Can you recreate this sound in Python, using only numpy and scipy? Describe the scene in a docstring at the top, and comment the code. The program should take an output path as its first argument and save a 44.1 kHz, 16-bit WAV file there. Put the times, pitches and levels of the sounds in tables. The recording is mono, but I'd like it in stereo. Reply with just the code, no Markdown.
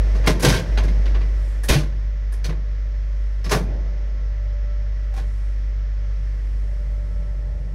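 """Inside the steel car of an old elevator, heard in stereo close to its walls.
A motor hums loudly throughout, a deep wavering sine at the speed of its turning, with faint overtones,
over shaped noise for rumble and air. The landing door swings shut and clatters, then lock and starting gear
clunk: noise that dies away like struck steel, clusters of beating modes and deep booms. The panels groan as
the car takes up its load; with travel the shaft rumble roughens and the drive whine, thin sines, swells."""
import sys
import numpy as np
from scipy import signal
from scipy.io import wavfile

SR = 44100
rng = np.random.default_rng(int(sys.argv[2]) if len(sys.argv) > 2 else 0)


def output_pcm(signal):
    """Save a mono or channel-first signal as 16-bit PCM at the path in sys.argv[1].

    Samples are clipped to [-1, 1] before scaling.
    """
    pcm = np.clip(np.atleast_2d(signal).T, -1, 1) * 32767
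    wavfile.write(sys.argv[1], SR, np.round(pcm).astype(np.int16))


N = 341334
TIME = np.arange(N) / SR

# the car draws away from the landing: start_s, end_s
DRAWS_AWAY = (6.16, 8.38)
# the panels groan from here as the car takes up its load, and travel begins
LOAD_START_S = 3.55
# blows of door and gear: start_s, part, level_db (relative), extra_thud_db, extra_click_db
BLOWS = [(.150, "panel", -39, 4, -17), (0.240, "panel", -32, -5, -30), (.261, "latch", -32, -6, -5),
         (.271, "latch", -16, 0, -13), (0.395, "door", -36.5, -1, 0), (0.423, "door", -29, -4, 1),
         (.431, "frame", -18.5, 4, -20), (.446, "door", -16.3, 3, -10), (.483, "door", -21.5, -9, -7.5),
         (.495, "door", -25.5, -9, -10), (.523, "door", -26, -6, -12), (.544, "door", -29.5, -6, -12),
         (0.562, "door", -32.5, -10, -11.5), (.583, "door", -38, -10, -12),
         (0.773, "latch", -26, -3.5, -22), (.835, "panel", -36, 13, -15), (0.879, "latch", -39, 3, -19),
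         (1.055, "door", -39, 5, -22), (1.145, "panel", -33.5, 0, -38), (1.208, "panel", -40, 0, -33),
         (1.633, "contact", -38.5, -6, -2), (1.681, "lock", -34, -6, -15), (1.686, "lock", -27, -3, 3),
         (1.691, "lock", -18.5, -.5, -18.5), (1.732, "lock", -24.5, -5, -9.5),
         (1.781, "lock", -35.5, -3, -12), (2.322, "contact", -45, -6, -8), (2.441, "relay", -34, -4.5, -9),
         (2.490, "frame", -32.5, -1, -30), (3.442, "plunger", -38.5, -6, -11),
         (3.46, "panel", -38.5, 7, -22), (3.493, "plunger", -32, -16, -10),
         (3.510, "starter", -22, -8, -9.5), (3.516, "starter", -15.5, -4.5, -15.5),
         (3.545, "frame", -34, 4, -11), (5.138, "switch", -47.5, -8, -11),
         (5.162, "switch", -43, -1, -10.5), (5.174, "switch", -39.5, -3, -21)]
# each part when struck, by name: t60_s (before a factor for pitch), extra_clank_db, rise_s, beating (0-1)
PARTS = {"latch": (0.21, -2, .0026, .9), "door": (0.235, 0.8, .0018, .8), "frame": (.22, -8, .003, .95),
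         "panel": (.22, -4.5, .0015, .9), "lock": (0.26, 2.3, .002, .95), "contact": (.27, -7, .002, .97),
         "relay": (0.23, 1.5, .0035, .97), "plunger": (.22, 0, .002, .97),
         "starter": (0.25, -7.5, .0013, .9), "switch": (0.25, -4, .002, .8)}


def from_db(db):
    """Decibels to gain."""
    return np.exp(np.asarray(db) * np.log(10) / 20)


def rms_one(x):
    """Scale to rms 1."""
    return x / np.sqrt(np.mean(x ** 2) + 1e-20)


def at_hz(points, hz, column=1):
    """Read a table column on a log-frequency axis."""
    points = np.array(points)
    return np.interp(np.log(hz), np.log(points[:, 0]), points[:, column])


def drift(rate_hz):
    """Smooth chance with rms 1, taking a new random value rate_hz times a second."""
    knots = rng.standard_normal(4000)
    return rms_one(np.interp(TIME * rate_hz, np.arange(len(knots)), knots))


def ramp(stage):
    """Rises evenly from 0 to 1 during a stage."""
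    start_s, end_s = stage
    return np.clip((TIME - start_s) / (end_s - start_s), 0, 1)


def swells(rows):
    """Bell-shaped rises or dips of level, in dB."""
    return sum(db * np.exp(-((TIME - s) / width_s) ** 2) for s, width_s, db in rows)


def low_pass(x, order, hz):
    """Butterworth cut of everything above hz."""
    return signal.sosfilt(signal.butter(order, hz, fs=SR, output="sos"), x)


def ring(clicks, hz, t60_s):
    """A unit click sets a decaying sine of height 1 ringing."""
    radius = np.exp(-np.log(1000) / (t60_s * SR))
    turn = 2 * np.pi * hz / SR
    poles = [1, -2 * radius * np.cos(turn), radius ** 2]
    return signal.lfilter([0, np.sin(turn)], poles, clicks + 1e-18)


def resonate(x, hz, width_hz):
    """A resonance with gain 1 on top."""
    radius = np.exp(-np.pi * width_hz / SR)
    zeros = np.array([1, 0, -1]) * (1 - radius ** 2) / 2
    poles = [1, -2 * radius * np.cos(2 * np.pi * hz / SR), radius ** 2]
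    return signal.lfilter(zeros, poles, x)


def noise_bands():
    """Roughly half-octave bands of white noise as (hz, stereo band), spread between left and right by pitch."""
    # stereo image: pitch_hz, left-right likeness (0-1), left_over_right_db
    image = [(60, 1, 3), (130, .99, -0.7), (260, 1, -0.5), (545, 0.39, -3.5), (1050, 0.55, 4.5),
             (2520, 0.066, -0.5), (5000, 0.13, 0), (12000, 0.37, -0.5)]
    edges = np.geomspace(27, 17500, 21)
    white = rng.standard_normal((2, 2, N))   # neighbouring bands take turns, so they stay independent
    sides = np.array([[1], [-1]])
    bands = []
    for k, (low, high) in enumerate(zip(edges, edges[1:])):
        band_pass = signal.butter(4, [low, high], "band", fs=SR, output="sos")
        mid, side = signal.sosfilt(band_pass, white[k % 2])
        hz = np.sqrt(low * high)
        alike = at_hz(image, hz)
        pair = np.sqrt(1 + alike) * mid + np.sqrt(1 - alike) * side * sides
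        bands.append((hz, pair * from_db(sides * at_hz(image, hz, column=2) / 2)))
    return bands


def hum(closed_db=-21.5, landing_db=6.5, away_db=-6, waver_db=0.56, overtone_waver_db=3.5):
    """The motor shakes the car once a turn, a deep sine; the faint overtones waver more."""
    # motor speed, sagging slightly under load: time_s, pitch_hz
    motor_pitch = [(0, 49.3), (4.2, 49.35), (7.74, 49.0)]
    # overtones: multiple of the pitch, level_db (relative to the fundamental)
    overtones = [(2, -22.5), (3, -44), (4, -48), (6, -48)]
    # the hum dips briefly as the door slams: middle_s, half_width_s, change_db
    dips = [(.41, 0.09, -8), (.62, 0.066, -13)]
    # the louder hum at the landing settles: start_s, end_s
    settles = (1.2, 1.56)
    hz = np.interp(TIME, *np.transpose(motor_pitch))
    turn = 2 * np.pi * np.cumsum(hz) / SR
    tone = np.cos(turn) * from_db(waver_db * drift(26))
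    for multiple, db in overtones:
        height = from_db(db + overtone_waver_db * drift(7.6))
        tone += height * np.cos(multiple * turn + rng.uniform(0, 2 * np.pi))
    level_db = closed_db + landing_db * (1 - ramp(settles))
    level_db += away_db * ramp(DRAWS_AWAY) ** 2 + swells(dips)
    return np.sqrt(2) * from_db(level_db) * tone


def ride(groan_rise_s=0.17, groan_decay_s=0.24, groan_db=14):
    """Shaft rumble, droning panels, rushing air and hiss: ranges of noise that follow the stages of the ride."""
    # noise spectrum, relative within each range: pitch_hz, density_db
    spectrum = [(28, -27), (45, -9.5), (70, -5), (110, -15), (150, -14), (220, -28), (330, -28),
                (560, -29.5), (760, -36), (1400, -33.5), (2100, -37), (3300, -40), (5600, -45), (8500, -59),
                (11500, -61), (14500, -75.5)]
    # resonances of the car and its air stream: pitch_hz, width_hz, gain_db
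    resonances = [(131, 12, -3), (163.4, 6, -2), (530, 140, 0), (1817, 140, -3), (1992, 256, 4),
                  (5340, 590, 1.5)]
    # rumble, drone, air, hiss before the resonances:
    # closed_car_db, extra_at_landing_db, drawing_away_db, rough_shaft_db, share of the groan (0-1)
    background = [(-44, 6.5, 2, 8, 0.63), (-54.5, 14, 0.5, 2.5, 1), (-54, 9, -9, 2.5, 0.16),
                  (-76, 14, 1.5, 4, 0)]
    # the landing fades from hearing: start_s, end_s
    landing_fades = (0.75, 1.93)
    # the shaft grows rougher: start_s, end_s
    shaft_roughens = (5.9, 7.6)
    # the treble hiss swells: middle_s, half_width_s, rise_db
    hiss_swells = [(1.5, 0.15, 12), (3.3, .25, 5), (5.35, 0.26, 11.5), (6.55, 0.44, 7), (7.15, 0.24, 2.5)]

    layers = np.zeros((4, 2, N))
    for hz, band in noise_bands():
        layer = np.searchsorted([220, 950, 6800], hz)   # borders of the four ranges, Hz
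        layers[layer] += band * from_db(at_hz(spectrum, hz))

    loaded_s = LOAD_START_S + groan_rise_s
    dying = np.exp(-np.maximum(TIME - loaded_s, 0) / groan_decay_s)
    groan = groan_db * ramp((LOAD_START_S, loaded_s)) * dying
    landing, away, rough = 1 - ramp(landing_fades), ramp(DRAWS_AWAY), ramp(shaft_roughens)
    levels_db = [db + landing_db * landing + away_db * away + rough_db * rough + share * groan
                 for db, landing_db, away_db, rough_db, share in background]
    levels_db[-1] = levels_db[-1] + swells(hiss_swells)

    out = sum(rms_one(layer) * from_db(db) for layer, db in zip(layers, levels_db))
    peaks = sum(from_db(db) * resonate(out, hz, width_hz) for hz, width_hz, db in resonances)
    return out + peaks


def whine(waver_db=2.8, wander_hz=1.2):
    """Thin tones of the drive, some gliding during travel, reach each side with a phase of their own."""
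    # tones: pitch_hz, glide_hz_per_s, level_db (before swells), share of the swell (0-1)
    tones = [(584, .9, -59, 0.95), (1333, -2.5, -68.5, .5), (1087, -2, -73, 0.2), (839, 0, -71, 0.2),
             (1408, 0, -70, 0), (1830, 0, -78.5, 0), (1954, 0, -71, 0)]
    # swells of the whine: middle_s, half_width_s, rise_db
    whine_swells = [(4.6, 0.6, 8.5), (5.7, 0.14, 1.5), (7.17, 0.28, 9.5)]
    out = np.zeros((2, N))
    swell_db = swells(whine_swells)
    travel_s = np.maximum(TIME - LOAD_START_S, 0)
    for hz, glide, db, share in tones:
        phase = 2 * np.pi * np.cumsum(hz + glide * travel_s + wander_hz * drift(14)) / SR
        level = from_db(db + share * swell_db + waver_db * drift(16))
        out += level * np.sin(phase + rng.uniform(0, np.pi / 3, (2, 1)))
    return np.sqrt(2) * out


def clunks(level_db=17.5, grain_db=1.5, shaft_db=-24.5, shaft_t60_s=1.34, shaft_hz=900):
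    """Each blow fills the steel car with dense ringing that dies fast; the shaft answers with a long dull tail."""
    # middles of the thud, body, clank and click ranges: pitch_hz
    range_middles = [200, 900, 3700, 9500]
    # spectrum of the struck steel car: pitch_hz, density_db (relative)
    steel = [(40, -12.5), (90, -3.5), (160, 0.5), (250, -5.5), (450, -3), (750, -8.5), (1300, -7),
             (1900, -7), (3200, -11), (5500, -7.5), (7400, -13), (11000, -11), (13300, -42.5), (15500, -30)]
    # lower pitches ring longer: pitch_hz, ring time factor
    ring_time = [(60, 4.6), (200, 2.16), (600, 1.15), (2000, 0.82), (12000, 0.78)]
    # a gap between the modes of the car: pitch_hz, width_hz, depth (0-1)
    hollow = (1268, 160, 0.93)

    out = np.zeros((2, N))
    age = TIME[:SR]
    rise = {part: 1 - np.exp(-age / rise_s) for part, (_, _, rise_s, _) in PARTS.items()}
    chatter = from_db(grain_db * drift(300))   # loose sheets buzz in all bands at once
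    for hz, band in noise_bands():
        tail = from_db(shaft_db - 60 * age / shaft_t60_s) / np.hypot(1, hz / shaft_hz)
        dying = {}
        for part, (t60_s, *_) in PARTS.items():
            car = np.exp(-2 * np.log(1000) * age / (t60_s * at_hz(ring_time, hz)))
            dying[part] = rise[part] ** 2 * (car + tail ** 2)
        power = np.zeros(N + SR)   # blows that overlap add as power
        for s, part, db, thud_db, click_db in BLOWS:
            range_db = [thud_db, 0, PARTS[part][1], click_db]
            colour_db = np.interp(np.log(hz), np.log(range_middles), range_db)
            start = int(s * SR)
            power[start:start + SR] += from_db(db + colour_db) ** 2 * dying[part]
        out += band * np.sqrt(power[:N]) * from_db(at_hz(steel, hz) + level_db)
    hz, width_hz, depth = hollow
    return (out - depth * resonate(out, hz, width_hz)) * chatter


def ringing_parts(build_s=0.002, spread_hz=45, pitch_blur=.035):
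    """Blows ring the notes of their part, each a cluster of close modes that beats faster the higher it lies."""
    # notes of each part, by name: pitch_hz, level_db (relative to the blow), t60_s
    part_modes = {"latch": [(662, -9, 0.27), (1012, -8, 0.24), (1460, -11, 0.13), (2100, -1, 0.11),
                  (2810, -9, 0.13), (3290, -9, 0.11), (4011, -10, .11)], "door": [(505, -9, 0.41),
                  (1575, -6.5, 0.42), (2200, -7.5, 0.2), (3100, -14, .22), (3390, -16, 0.3),
                  (4680, -17, 0.25), (5184, -17, .3), (5750, -17, .3)], "frame": [(330, -6, .16),
                  (495, -3, .15), (1230, -12, .12), (1590, -12, .15), (1900, -13, .15)],
                  "panel": [(850, -6, .14), (1130, -4, .14), (1650, -6, .14), (2750, -9, .12)],
                  "lock": [(238, -6, 0.25), (321, -8, 0.44), (588, -4.5, 0.24), (1050, -14, .35),
                  (1550, -13, .2), (2060, -8, 0.15), (2570, -7, 0.17), (3391, -10, 0.2), (9200, -15, 0.11)],
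                  "contact": [(1050, -6, .18), (1690, -2, .2), (1830, -1, .2), (5400, -13, .15),
                  (9200, -2, .2), (10200, -6, .16), (11700, -9, .14)], "relay": [(2300, -8, .15),
                  (4350, -4, .17), (5050, -6, .17), (6150, -7, .16)], "plunger": [(4700, -5, .12),
                  (5276, 0, .19), (6185, -9, .2)], "starter": [(430, -5, 0.27), (635, -9, .16),
                  (788, -6, 0.15), (965, -4, 0.14), (1210, -13, 0.22), (1417, -12, .25), (1780, -14, 0.12),
                  (5290, -14, 0.14)], "switch": [(772, 4, 0.13), (1093, -12, .12), (2379, -8, .09)]}
    out = np.zeros((2, N + SR))
    age = TIME[:SR // 3]
    for part, modes in part_modes.items():
        blur = PARTS[part][3]
        blows = [(int(s * SR), from_db(db)) for s, name, db, *_ in BLOWS if name == part]
        for hz, mode_db, t60_s in modes:
            envelope = from_db(mode_db - 60 * age / t60_s) * (1 - np.exp(-age / build_s))
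            note = envelope * np.exp(2j * np.pi * hz * age)
            at = age * (spread_hz + pitch_blur * hz)
            for start, gain in blows:
                knots = rng.standard_normal((3, 2, SR // 200))
                beats = np.array([np.interp(at, np.arange(len(a)), a + 1j * b) for a, b in knots])
                beating = (beats[:2] + beats[2]) / np.sqrt(2)   # left and right share the third
                steady = np.exp(1j * rng.uniform(0, np.pi / 2, (2, 1)))
                cluster = np.sqrt(1 - blur ** 2) * steady + blur * beating
                out[:, start:start + len(age)] += gain * np.real(cluster * note)
    return out[:, :N]


def jolts(soft_hz=300):
    """Heavy, soft shoves make floor and walls boom, each in one deep mode."""
    # start_s, pitch_hz, level_db (before softening), t60_s
    shoves = [(0.451, 142.6, -10.5, 0.39), (1.703, 61.3, -5, 0.11), (1.755, 148.2, -8, 0.24),
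              (2.487, 155, -20, 0.27), (3.553, 167.4, -13.5, 0.26)]
    out = np.zeros(N)
    for s, hz, db, t60_s in shoves:
        shove = np.zeros(N)
        shove[int(s * SR)] = from_db(db)
        out += ring(shove, hz, t60_s)
    return low_pass(out, 2, soft_hz)


def walls(x, above_hz=450):
    """Close reflections comb the spectrum and make it boxy; the thin walls let the bass through."""
    # early reflections from the close steel walls: left_delay_s, right_delay_s, gain (before levelling)
    reflections = [(.0016, 0.0025, 0.1), (.0043, 0.0039, -.35), (.0066, .0079, .35), (0.0135, 0.0099, -0.1)]
    low = signal.sosfiltfilt(signal.butter(2, above_hz, fs=SR, output="sos"), x)
    high = x - low
    out = high.copy()
    for *delays_s, gain in reflections:
        late = [np.interp(TIME - delay_s, TIME, side, left=0) for side, delay_s in zip(high, delays_s)]
        out += gain * np.array(late)
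    return low + out / np.sqrt(1 + sum(gain ** 2 for *_, gain in reflections))


def scene(top_hz=12400, boxy=.45, port_hz=15400, port_width_hz=700, port_db=16):
    """Steady machinery under blows; the microphone's own narrow treble resonance rings with them."""
    air = ride()
    blows = walls(clunks())
    boxy_air = air + boxy * (walls(air) - air)   # the diffuse air is less boxy than the blows
    noises = low_pass(blows + boxy_air, 14, top_hz)
    narrowed = resonate(blows, port_hz, port_width_hz)
    port = from_db(port_db) * resonate(narrowed, port_hz, port_width_hz)
    return hum() + whine() + noises + port + ringing_parts() + jolts()


def record(dry, top=0.8, stop_hz=17000):
    """The microphone signal has its peaks rounded towards top, then its treble cut, 70 dB down from stop_hz."""
    rounded = top * np.tanh(dry / top)
    return signal.sosfilt(signal.cheby2(12, 70, stop_hz, fs=SR, output="sos"), rounded)


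dry = scene()
out = record(dry)
output_pcm(out)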